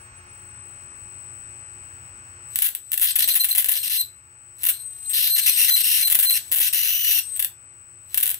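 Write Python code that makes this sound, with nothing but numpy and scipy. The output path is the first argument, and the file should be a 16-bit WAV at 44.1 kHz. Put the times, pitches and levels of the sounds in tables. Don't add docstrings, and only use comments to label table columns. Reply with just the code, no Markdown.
import sys
import numpy as np
from scipy import signal
from scipy.fft import rfft, irfft, next_fast_len
from scipy.io import wavfile
from scipy.ndimage import uniform_filter1d

SR = 44100
rng = np.random.default_rng(int(sys.argv[2]) if len(sys.argv) > 2 else 0)


def decibels_to_gain(level_db):
    exponent = np.asarray(level_db, float) / 20
    return 10 ** exponent


def to_wav(sig):
    pcm = np.clip(np.atleast_2d(sig), -1, 1) * 32767
    pcm = np.round(pcm).astype(np.int16)
    wavfile.write(sys.argv[1], SR, pcm.T)


N = 369999


def even(x):
    return x / np.sqrt(np.mean(x ** 2) + 1e-20)


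def read(points, hz):
    f, value = np.transpose(points)
    return np.interp(np.log(hz + 1), np.log(f + 1), value)


def curve(rows, column):
    rows = np.array(rows)
    return np.interp(np.arange(N) / SR, rows[:, 0], rows[:, column])


def wander(size):
    return even(uniform_filter1d(uniform_filter1d(rng.standard_normal(N), size), size))


def clicks(places, sizes):
    at = np.floor(places)[:, None] + np.arange(-8, 9)
    off = at - places[:, None]
    shape = np.sinc(off) * np.cos(np.pi * off / 18) ** 2
    return np.bincount(at.astype(int).ravel(), (sizes[:, None] * shape).ravel())


def ports(x, left=0, right=0, right_db=0.):
    return np.array([np.roll(x, round(left)), decibels_to_gain(right_db) * np.roll(x, round(right))])


def sparks(turns, drive_hz):
    cold, hot = np.zeros((2, N))
    lone = snaps()
    cold[:len(lone)] = lone
    unrest = np.minimum(np.exp(.6 * wander(size=150)), 1.3)
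    flicker = decibels_to_gain(1.8 * wander(size=120))
    for run in runs():
        start, part = run_of_sparks(run, turns, drive_hz, unrest)
        cycles = run[3]
        train = hot if cycles < 4.5 else cold
        part = part[:N - start]
        train[start:start + len(part)] += part
    return cold, hot * flicker


def run_of_sparks(run, turns, drive_hz, unrest):
    s, length, db, cycles, scatter = run
    a, b, c = rng.standard_normal((3, 2600))
    ends = np.round(np.array([s, s + length]) * SR).astype(int)
    first, last = np.ceil(turns[np.minimum(ends, N - 1)])
    along = np.minimum(s * SR + np.arange(len(a)) * cycles * SR / 8200, N - 1).astype(int)
    stray = 1.3 * min(cycles, 3) * scatter ** 2 * unrest[along] * a
    wait = np.maximum(np.round(cycles * np.exp(np.clip(stray, -1, 1))), 1)
    fire = np.cumsum(wait) - wait[0]
    inside = fire <= last - first
    wait, fire = wait[inside], fire[inside]
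    odd = np.arange(len(wait)) % 2 * (1 + (cycles == 2))
    fire = fire + 0.028 * odd + 0.18 * scatter * b[:len(wait)]
    spent = wait * np.exp(0.78 * scatter * c[:len(wait)])
    every = np.arange(last - first + 1)
    size = np.concatenate([spent, -np.ones(len(every))])
    size = size / np.sqrt(np.mean(wait ** 2) / np.mean(wait) - .9)
    place = np.interp(first + np.concatenate([fire, every]), turns, np.arange(N))
    size *= decibels_to_gain(-5 * (cycles > 4.5) * (place / SR - s - length / 2) / length)
    sag_hz = drive_hz[place.astype(int)]
    size *= decibels_to_gain(0.0652 * (cycles == 2) * (sag_hz.mean() - sag_hz))
    start = int(place.min()) - 20
    return start, clicks(place - start, decibels_to_gain(db + 4) * size)


def runs():
    # start t/s, length t/s, level/dB
    cold_spits = [(2.621, 0.0088, -10.5), (2.643, 0.028, -14), (2.93, 0.0061, -14), (2.976, 0.0039, -9),
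                  (3.014, 0.0031, -15), (3.018, 0.046, -12.5), (3.155, 0.014, -10.5), (3.276, 0.013, -15.5),
                  (3.353, 0.024, -11.5), (3.443, 0.015, -10.5), (3.487, 0.022, -17.5), (3.58, 0.029, -10),
                  (3.686, 0.011, -10), (3.714, 0.018, -12.5), (4.664, 0.0099, -10), (4.687, 0.017, -8.5),
                  (5.096, 0.03, -24), (6.074, 0.0092, -12.5), (6.124, 0.0056, -6), (6.147, 0.012, -8),
                  (6.19, .004, -10), (6.197, .006, -9), (6.206, 0.0079, -12), (6.225, 0.031, -12.5),
                  (6.306, .015, -11), (6.559, 0.022, -14.5), (6.602, 0.02, -12), (7.3943, 0.01, -11),
                  (7.427, 0.0019, -12.5), (7.447, .002, -9), (8.175, 0.0079, -7.5), (8.227, 0.012, -10)]
    # start t/s, length t/s, level/dB, drive cycles per spark
    hot_sizzle = [(3.07, 0.047, -18.5, 2.42), (3.1903, 0.019, -16.5, 2.8), (3.221, 0.026, -17, 2.3),
                  (3.286, 0.015, -16, 2.37), (3.406, 0.006, -24, 2.2), (3.754, 0.028, -21, 2.57),
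                  (3.83, 0.054, -24, 2.47), (3.897, 0.029, -21, 2.5), (3.929, 0.047, -20.5, 2.34),
                  (5.133, 0.15, -17.5, 2.4), (5.274, 0.032, -25, 1.4), (5.358, 0.016, -18.5, 2.8),
                  (5.379, 0.023, -15, 3.2), (5.462, 0.039, -15, 3.3), (5.515, 0.053, -21.5, 2.43),
                  (5.572, 0.084, -15, 3.2), (5.652, 0.025, -20.5, 2.2), (5.681, 0.02, -14.5, 3.9),
                  (5.759, .012, -16, 2.55), (5.775, 0.044, -19, 2.44), (5.835, 0.15, -17, 2.73),
                  (5.983, 0.053, -19, 3.2), (6.295, 0.0069, -24, 2.4), (6.337, 0.042, -18.5, 3.1),
                  (6.614, 0.075, -18, 3.08), (6.728, 0.21, -19.5, 3.06)]
    # start t/s, length t/s, level/dB, scatter/0-1
    half_rate = [(3.302, 0.026, -18.5, 0.22), (3.399, 0.02, -15.5, 0.08), (3.51, 0.0083, -14.5, 0.13),
                 (3.737, 0.013, -27, 0.34), (3.781, 0.044, -29.5, .16), (3.969, 0.045, -21, 0.08),
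                 (4.735, .03, -35.5, 0.22), (4.766, 0.058, -45.5, 0.2), (5.058, 0.0049, -36, 0),
                 (5.3, 0.057, -20.5, 0), (5.415, 0.047, -22.5, 0.23), (5.494, 0.02, -21, 0.2),
                 (5.706, 0.049, -17, 0), (6.027, 0.045, -19, 0), (6.254, 0.046, -18.5, 0.08),
                 (6.323, 0.015, -19, 0.12), (5.392, .008, -26, 0.2), (5.769, .011, -22, .1),
                 (5.798, 0.017, -24, 0.06), (5.852, 0.011, -21, 0.2)]
    # start t/s, length t/s, level/dB, scatter/0-1
    third_rate = [
        (6.928, .12, -20.5, .185),
        (7.046, .154, -18, .21),
    ]
    spits = [(*row, 7.5, 0.32) for row in cold_spits]
    sizzle = [(*row, .22 + 0.16 * np.exp(-row[1] / 0.023)) for row in hot_sizzle]
    halves = [(s, length, db, 2, scatter) for s, length, db, scatter in half_rate]
    thirds = [(s, length, db, 3, scatter) for s, length, db, scatter in third_rate]
    return spits + sizzle + halves + thirds


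def snaps():
    # t/s, peak level/dB, restrike level/dB
    lone_sparks = [(2.5586, 3, -19), (2.5891, 2, -17), (2.634, -4, -17), (2.684, -9, -4), (2.7505, -3, -20),
                   (2.9186, -1.5, -20), (2.942, -1.5, -24), (2.998, -4, -24), (3.339, -5, 0),
                   (3.438, -3, -20), (3.5285, -3, -23), (3.551, 0.5, -20), (3.555, -1, -1),
                   (3.575, -1, -22), (3.6246, -7, -10), (3.645, 2, -24), (3.6599, -2, -7), (3.1881, 0, 4),
                   (6.729, -14, 1.5), (4.6344, -2, -0.5), (4.653, 0, -21), (5.3, -11, -15),
                   (6.517, -0.5, -7), (6.1898, -1, -2), (7.4253, -3, -20), (6.586, 1, -1.5),
                   (8.145, 2.1, -22), (8.2715, -9, -26), (8.277, -2, -20), (8.279, -5, -22),
                   (8.3025, -4.5, -7), (8.344, -5, -28.5)]
    # first t/s, last t/s, pace t/s, peak level/dB
    chatter = [
        (3.695, 3.712, 0.0068, -7),
        (6.1, 6.123, 0.0066, 1),
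        (6.1388, 6.138, 0.0098, 3),
        (6.5229, 6.55, 0.0064, -0.3),
        (8.2029, 8.213, 0.0079, -3),
        (8.258, 8.268, 0.0085, -0.5),
        (8.2927, 8.322, 0.011, -2.5),
        (3.009, 3.02, 0.0053, -8.5),
        (7.3644, 7.38, 0.0086, -11),
    ]
    s, db, again_db = np.transpose(lone_sparks)
    s = np.append(s, s + 0.0052 + 0.0011 * rng.standard_normal(len(s)))
    db = np.append(db, again_db)
    for first, last, pace, peak_db in chatter:
        slip, vary = rng.standard_normal((2, 12))
        at = np.arange(first, last, max(pace, .003))[:12]
        s = np.append(s, at + 0.00044 * slip[:len(at)])
        db = np.append(db, peak_db + 1.5 * vary[:len(at)])
    return clicks(s * SR, decibels_to_gain(db + 8))


def corona():
    # t/s, level/dB
    streamers = [(2.4, -104), (2.52, -50), (2.6, -33), (2.8, -58), (3.7, -37.5), (4.0, -39.5), (4.1, -64.5),
                 (4.5, -92), (4.62, -36), (4.8, -54), (5.1, -46), (5.2, -34), (7.2, -50), (7.36, -42),
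                 (7.5, -96), (8.0, -81), (8.13, -41.5), (8.3, -48)]
    fired = rng.random(N) < 5000 / SR
    sizes = decibels_to_gain(5.8 * np.minimum(rng.exponential(1, N), 4))
    return decibels_to_gain(curve(streamers, 1)) * even(fired * sizes)


def pulse(db, late=0., trail=0.):
    log_gain = np.log(decibels_to_gain(np.concatenate([db, db[-2:0:-1]])))
    turn = np.exp(-1j * 0.26 * signal.hilbert(log_gain).imag)
    cycles = np.fft.fftfreq(len(turn))
    sweep = np.sign(cycles) * np.clip(abs(cycles) - .22, 0, 1) ** 2 * 60
    turn *= np.exp(-2j * np.pi * (late * cycles - sweep))
    trail = trail * np.ones(len(db))
    turn *= np.exp(1j * np.concatenate([trail, -trail[-2:0:-1]]))
    turn *= 1 + decibels_to_gain(-9) * np.exp(-2j * np.pi * cycles * 21.16)
    return np.fft.fftshift(np.fft.ifft(np.exp(log_gain) * turn).real)


def arc_at_ports(cold, hot):
    # f/Hz, level/dB
    near_spectrum = [(350, -43), (650, -29.5), (1250, -31.5), (1600, -17.5), (2100, -20), (2700, -11),
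                     (3400, -7), (4000, -20), (5300, -19.5), (6500, -25), (7500, -10), (9200, -10.5),
                     (10000, -5.5), (12000, -5), (14200, 3.5), (15650, -8), (15950, -38.5)]
    # f/Hz, added level/dB
    hot_colour = [(1000, 4.5), (2000, 6), (3500, 4), (4100, 12), (4700, 10), (6000, 11.5), (8000, 5.5),
                  (10000, 1.5), (14500, 1), (15500, -2)]
    # f/Hz, level/dB
    far_shadow = [(1000, 3.5), (1800, 6), (2400, -8.5), (3200, 0.5), (4100, -1), (5200, -5), (6200, -0.5),
                  (8000, -3.5), (10300, -2.5), (11500, 1), (12800, -5), (14000, -12), (14700, -9),
                  (15500, -1)]
    # f/Hz, phase/rad
    far_trail = [(500, .3), (1000, .6), (1500, -.6), (1900, -2), (2300, -6), (2800, -10), (3500, -12.2),
                 (3800, -12.4), (4050, -15.4), (4250, -15.7), (4600, -18), (5100, -19.4), (7500, -17.5),
                 (8300, -18.2), (14300, -18.8)]
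    hz = np.fft.rfftfreq(2048, 1 / SR)
    scale = np.linalg.norm(pulse(read(near_spectrum, hz)))
    arc = np.zeros((2, N))
    for train, heat in ((cold, 0), (hot, 1)):
        db = read(near_spectrum, hz) + heat * read(hot_colour, hz)
        near = pulse(db)
        far = pulse(db + read(far_shadow, hz), late=7.86, trail=read(far_trail, hz))
        arc += signal.fftconvolve(ports(train), np.array([near, far]) / scale, "same", axes=1)
    arc[1] = scattered(arc[1])
    return arc


def scattered(response):
    share, decay_s, from_hz = 0.5, 0.0013, 5500
    fade = np.exp(-np.arange(300) / (decay_s * SR))
    spray = rng.standard_normal(300) * (rng.random(300) < .4) * fade
    spray *= share / np.linalg.norm(spray)
    spray[0] = np.sqrt(1 - share ** 2)
    size = next_fast_len(len(response) + 4096)
    short = np.clip(np.fft.rfftfreq(size, 1 / SR) / from_hz - .9, 0, .1) * 10
    turn = np.exp(1j * short * np.angle(rfft(spray, size)))
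    return irfft(rfft(response, size) * turn, size)[:len(response)]


def drive():
    # t/s, level/dB
    idle = [(0.01, -46.5), (0.13, -53), (0.17, -45.5), (0.24, -53.5), (0.32, -45.5), (0.6, -43),
            (1.14, -40.5), (2.39, -44.5), (2.54, -36.5), (2.69, -47.5), (2.91, -40), (4.03, -43.5),
            (4.23, -50), (4.69, -42), (7.45, -41), (7.52, -47), (8.15, -44), (8.37, -45)]
    # start t/s, length t/s, first f/Hz, last f/Hz, level/dB
    loaded = [(3.063, 0.064, 8440, 8203, -33), (3.189, 0.16, 8250, 8160, -28),
              (3.391, .04, 8140, 8150, -24.5), (3.492, .04, 8150, 8178, -26),
              (3.734, 0.044, 8180, 8380, -43), (3.768, .16, 8310, 8350, -33),
              (3.925, 0.086, 8330, 8140, -32.5), (4.694, 0.097, 8260, 8340, -34.5),
              (4.796, 0.11, 8250, 8190, -31), (4.884, 0.11, 8200, 8143, -31.5),
              (4.975, 0.15, 8175, 8100, -29), (5.12, .18, 8283, 8390, -33.5),
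              (5.3, .062, 8256, 8260, -28.5), (5.365, .05, 8370, 8380, -26),
              (5.413, 0.27, 8354, 8324, -27.5), (5.71, 0.059, 8125, 8055, -32),
              (5.769, 0.24, 8257, 8310, -28), (6.016, 0.056, 8210, 8114, -26),
              (6.211, .035, 8200, 8444, -35), (6.246, .062, 8223, 8115, -28),
              (6.314, 0.081, 8240, 8330, -27.5), (6.623, 0.071, 8800, 8626, -36),
              (6.683, 0.051, 8190, 8210, -31), (6.734, 0.2, 8580, 8810, -43),
              (6.956, 0.085, 8890, 8893, -35), (7.045, 0.15, 8820, 8550, -40.5),
              (7.228, .15, 8280, 8163, -28)]
    idle_hz = 8033 + 76 * np.exp(-np.arange(N) / SR / .75)
    hz, db = idle_hz.copy(), curve(idle, 1)
    wobble, flutter_db = .09 * wander(size=250), 1.5 * wander(size=200)
    next_starts = [row[0] for row in loaded][1:] + [N]
    for (s, length, first_hz, last_hz, level_db), next_s in zip(loaded, next_starts):
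        if next_s - s - length < .025:
            length = next_s - s
        span = slice(round(s * SR), round((s + length) * SR))
        glide = np.linspace(first_hz, last_hz, span.stop - span.start)
        hz[span] = glide
        db[span] = level_db - 0.1133 * (glide - glide.mean()) + flutter_db[span]
    size = round(.009 * SR)
    hz = uniform_filter1d(hz, size)
    return hz + wobble * (hz - idle_hz), uniform_filter1d(db, size)


def whine(turns, db):
    tone = np.sqrt(2) * decibels_to_gain(db + 0.098 * wander(size=300)) * np.sin(2 * np.pi * turns)
    return ports(tone, right_db=-10.5)


def room(x):
    # f/Hz, t60/s
    decay = [(500, 0.35), (2000, 0.16), (6000, 0.23), (14000, 0.14)]
    slots = np.arange(100, SR // 2, 10)
    shape = (2, len(slots))
    taps = np.zeros((2, SR // 2 + 10))
    np.put_along_axis(taps, slots + rng.integers(0, 10, shape), rng.choice([-1., 1.], shape), 1)
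    hz, t, z = signal.stft(taps, SR, nperseg=128)
    fade = decibels_to_gain(-60 * t / read(decay, hz)[:, None])
    tail = signal.istft(z * fade, SR, nperseg=128)[1]
    tail *= decibels_to_gain(-5.0) / np.linalg.norm(tail[0])
    tail[:, 175] += decibels_to_gain(-12.5)
    return signal.fftconvolve(x, tail, axes=1)[:, :N]


def air_rush():
    # f/Hz, level/dB per Hz
    rush_spectrum = [(25, -25), (50, -23.5), (100, 4.5), (130, -32.5), (190, -12), (360, -19.5),
                     (600, -20.5), (1080, -13), (1400, -10.5), (2000, -18), (3400, -31), (5700, -28.5),
                     (7700, -29.5), (8400, -77), (10500, -77), (11000, -41.5), (12700, -45), (13000, -78)]
    # f/Hz, likeness/0-1
    likeness = [(60, 1), (170, 0.995), (260, 0.4), (500, .8), (1000, 0.64), (6000, 0.43)]
    frames, hz = N // 256 + 5, np.fft.rfftfreq(1024, 1 / SR)
    a, b, c, d, patches = rng.standard_normal((frames, 513, 5)).T
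    patches = even(uniform_filter1d(uniform_filter1d(patches, 10, 0), 12, 1))
    like = np.clip(read(likeness, hz), 0, 1)[:, None]
    left = a + 1j * b
    right = like * left + np.sqrt(1 - like ** 2) * (c + 1j * d)
    gain = decibels_to_gain(read(rush_spectrum, hz)[:, None] + 0.91 * patches)
    rush = signal.istft(np.array([left, right]) * gain, nperseg=1024, noverlap=768)[1][:, :N]
    rush = decibels_to_gain(-53.5) * even(rush)
    rush[0] = np.roll(rush[0], 15)
    return rush


def supply_lines():
    # f/Hz, and level/dB
    line_hz = [88, 104, 120, 873, 1089, 1397, 1746, 2095, 2182, 2444, 2618, 2793, 3055, 4366, 5238, 5674]
    line_db = [-62, -66, -62, -70.5, -71.5, -75.5, -63, -71, -65, -64.5, -67, -70, -77.5, -78, -80, -75]
    t = np.arange(N) / SR
    lines = np.zeros(N)
    for hz, db in zip(line_hz, line_db):
        level = decibels_to_gain(db + 2.5 + 1.0 * wander(size=2500))
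        lines += level * np.sin(2 * np.pi * (hz * t + rng.random()))
    beat = np.sin(np.pi * 4.68 * (t - .36))
    lines += decibels_to_gain(-63) * beat * np.sin(2 * np.pi * 358.3 * t)
    swell = np.clip(1 + .9 * wander(size=2500), 0, 1.5)
    lines += decibels_to_gain(-62) * swell * np.sin(2 * np.pi * (15644 * t + .15 * wander(size=900)))
    return ports(lines, left=13.46)


def fan():
    # t/s, level/dB
    mic_gain = [
        (0, 3),
        (2.53, 2.5),
        (2.62, -6.5),
        (3.6, -5.5),
        (4.5, -4),
        (5.5, -4.5),
        (8.39, -4),
    ]
    return (air_rush() + supply_lines()) * decibels_to_gain(curve(mic_gain, 1))


def scene():
    drive_hz, drive_db = drive()
    turns = np.cumsum(drive_hz + 6 * wander(size=200)) / SR
    cold, hot = sparks(turns, drive_hz)
    arc = arc_at_ports(cold, hot + corona())
    tone = whine(turns, drive_db)
    return arc + tone + room(arc + decibels_to_gain(-7) * tone) + fan()


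def band_limit(x):
    return signal.sosfilt(signal.butter(12, 16810, fs=SR, output="sos"), x)


def record(dry):
    limited = np.tanh(dry * 1.1) / 1.1
    edged = signal.oaconvolve(limited, signal.firwin(255, 16500, fs=SR)[None], "same")
    return band_limit(edged)


dry = scene()
out = record(dry)
to_wav(out)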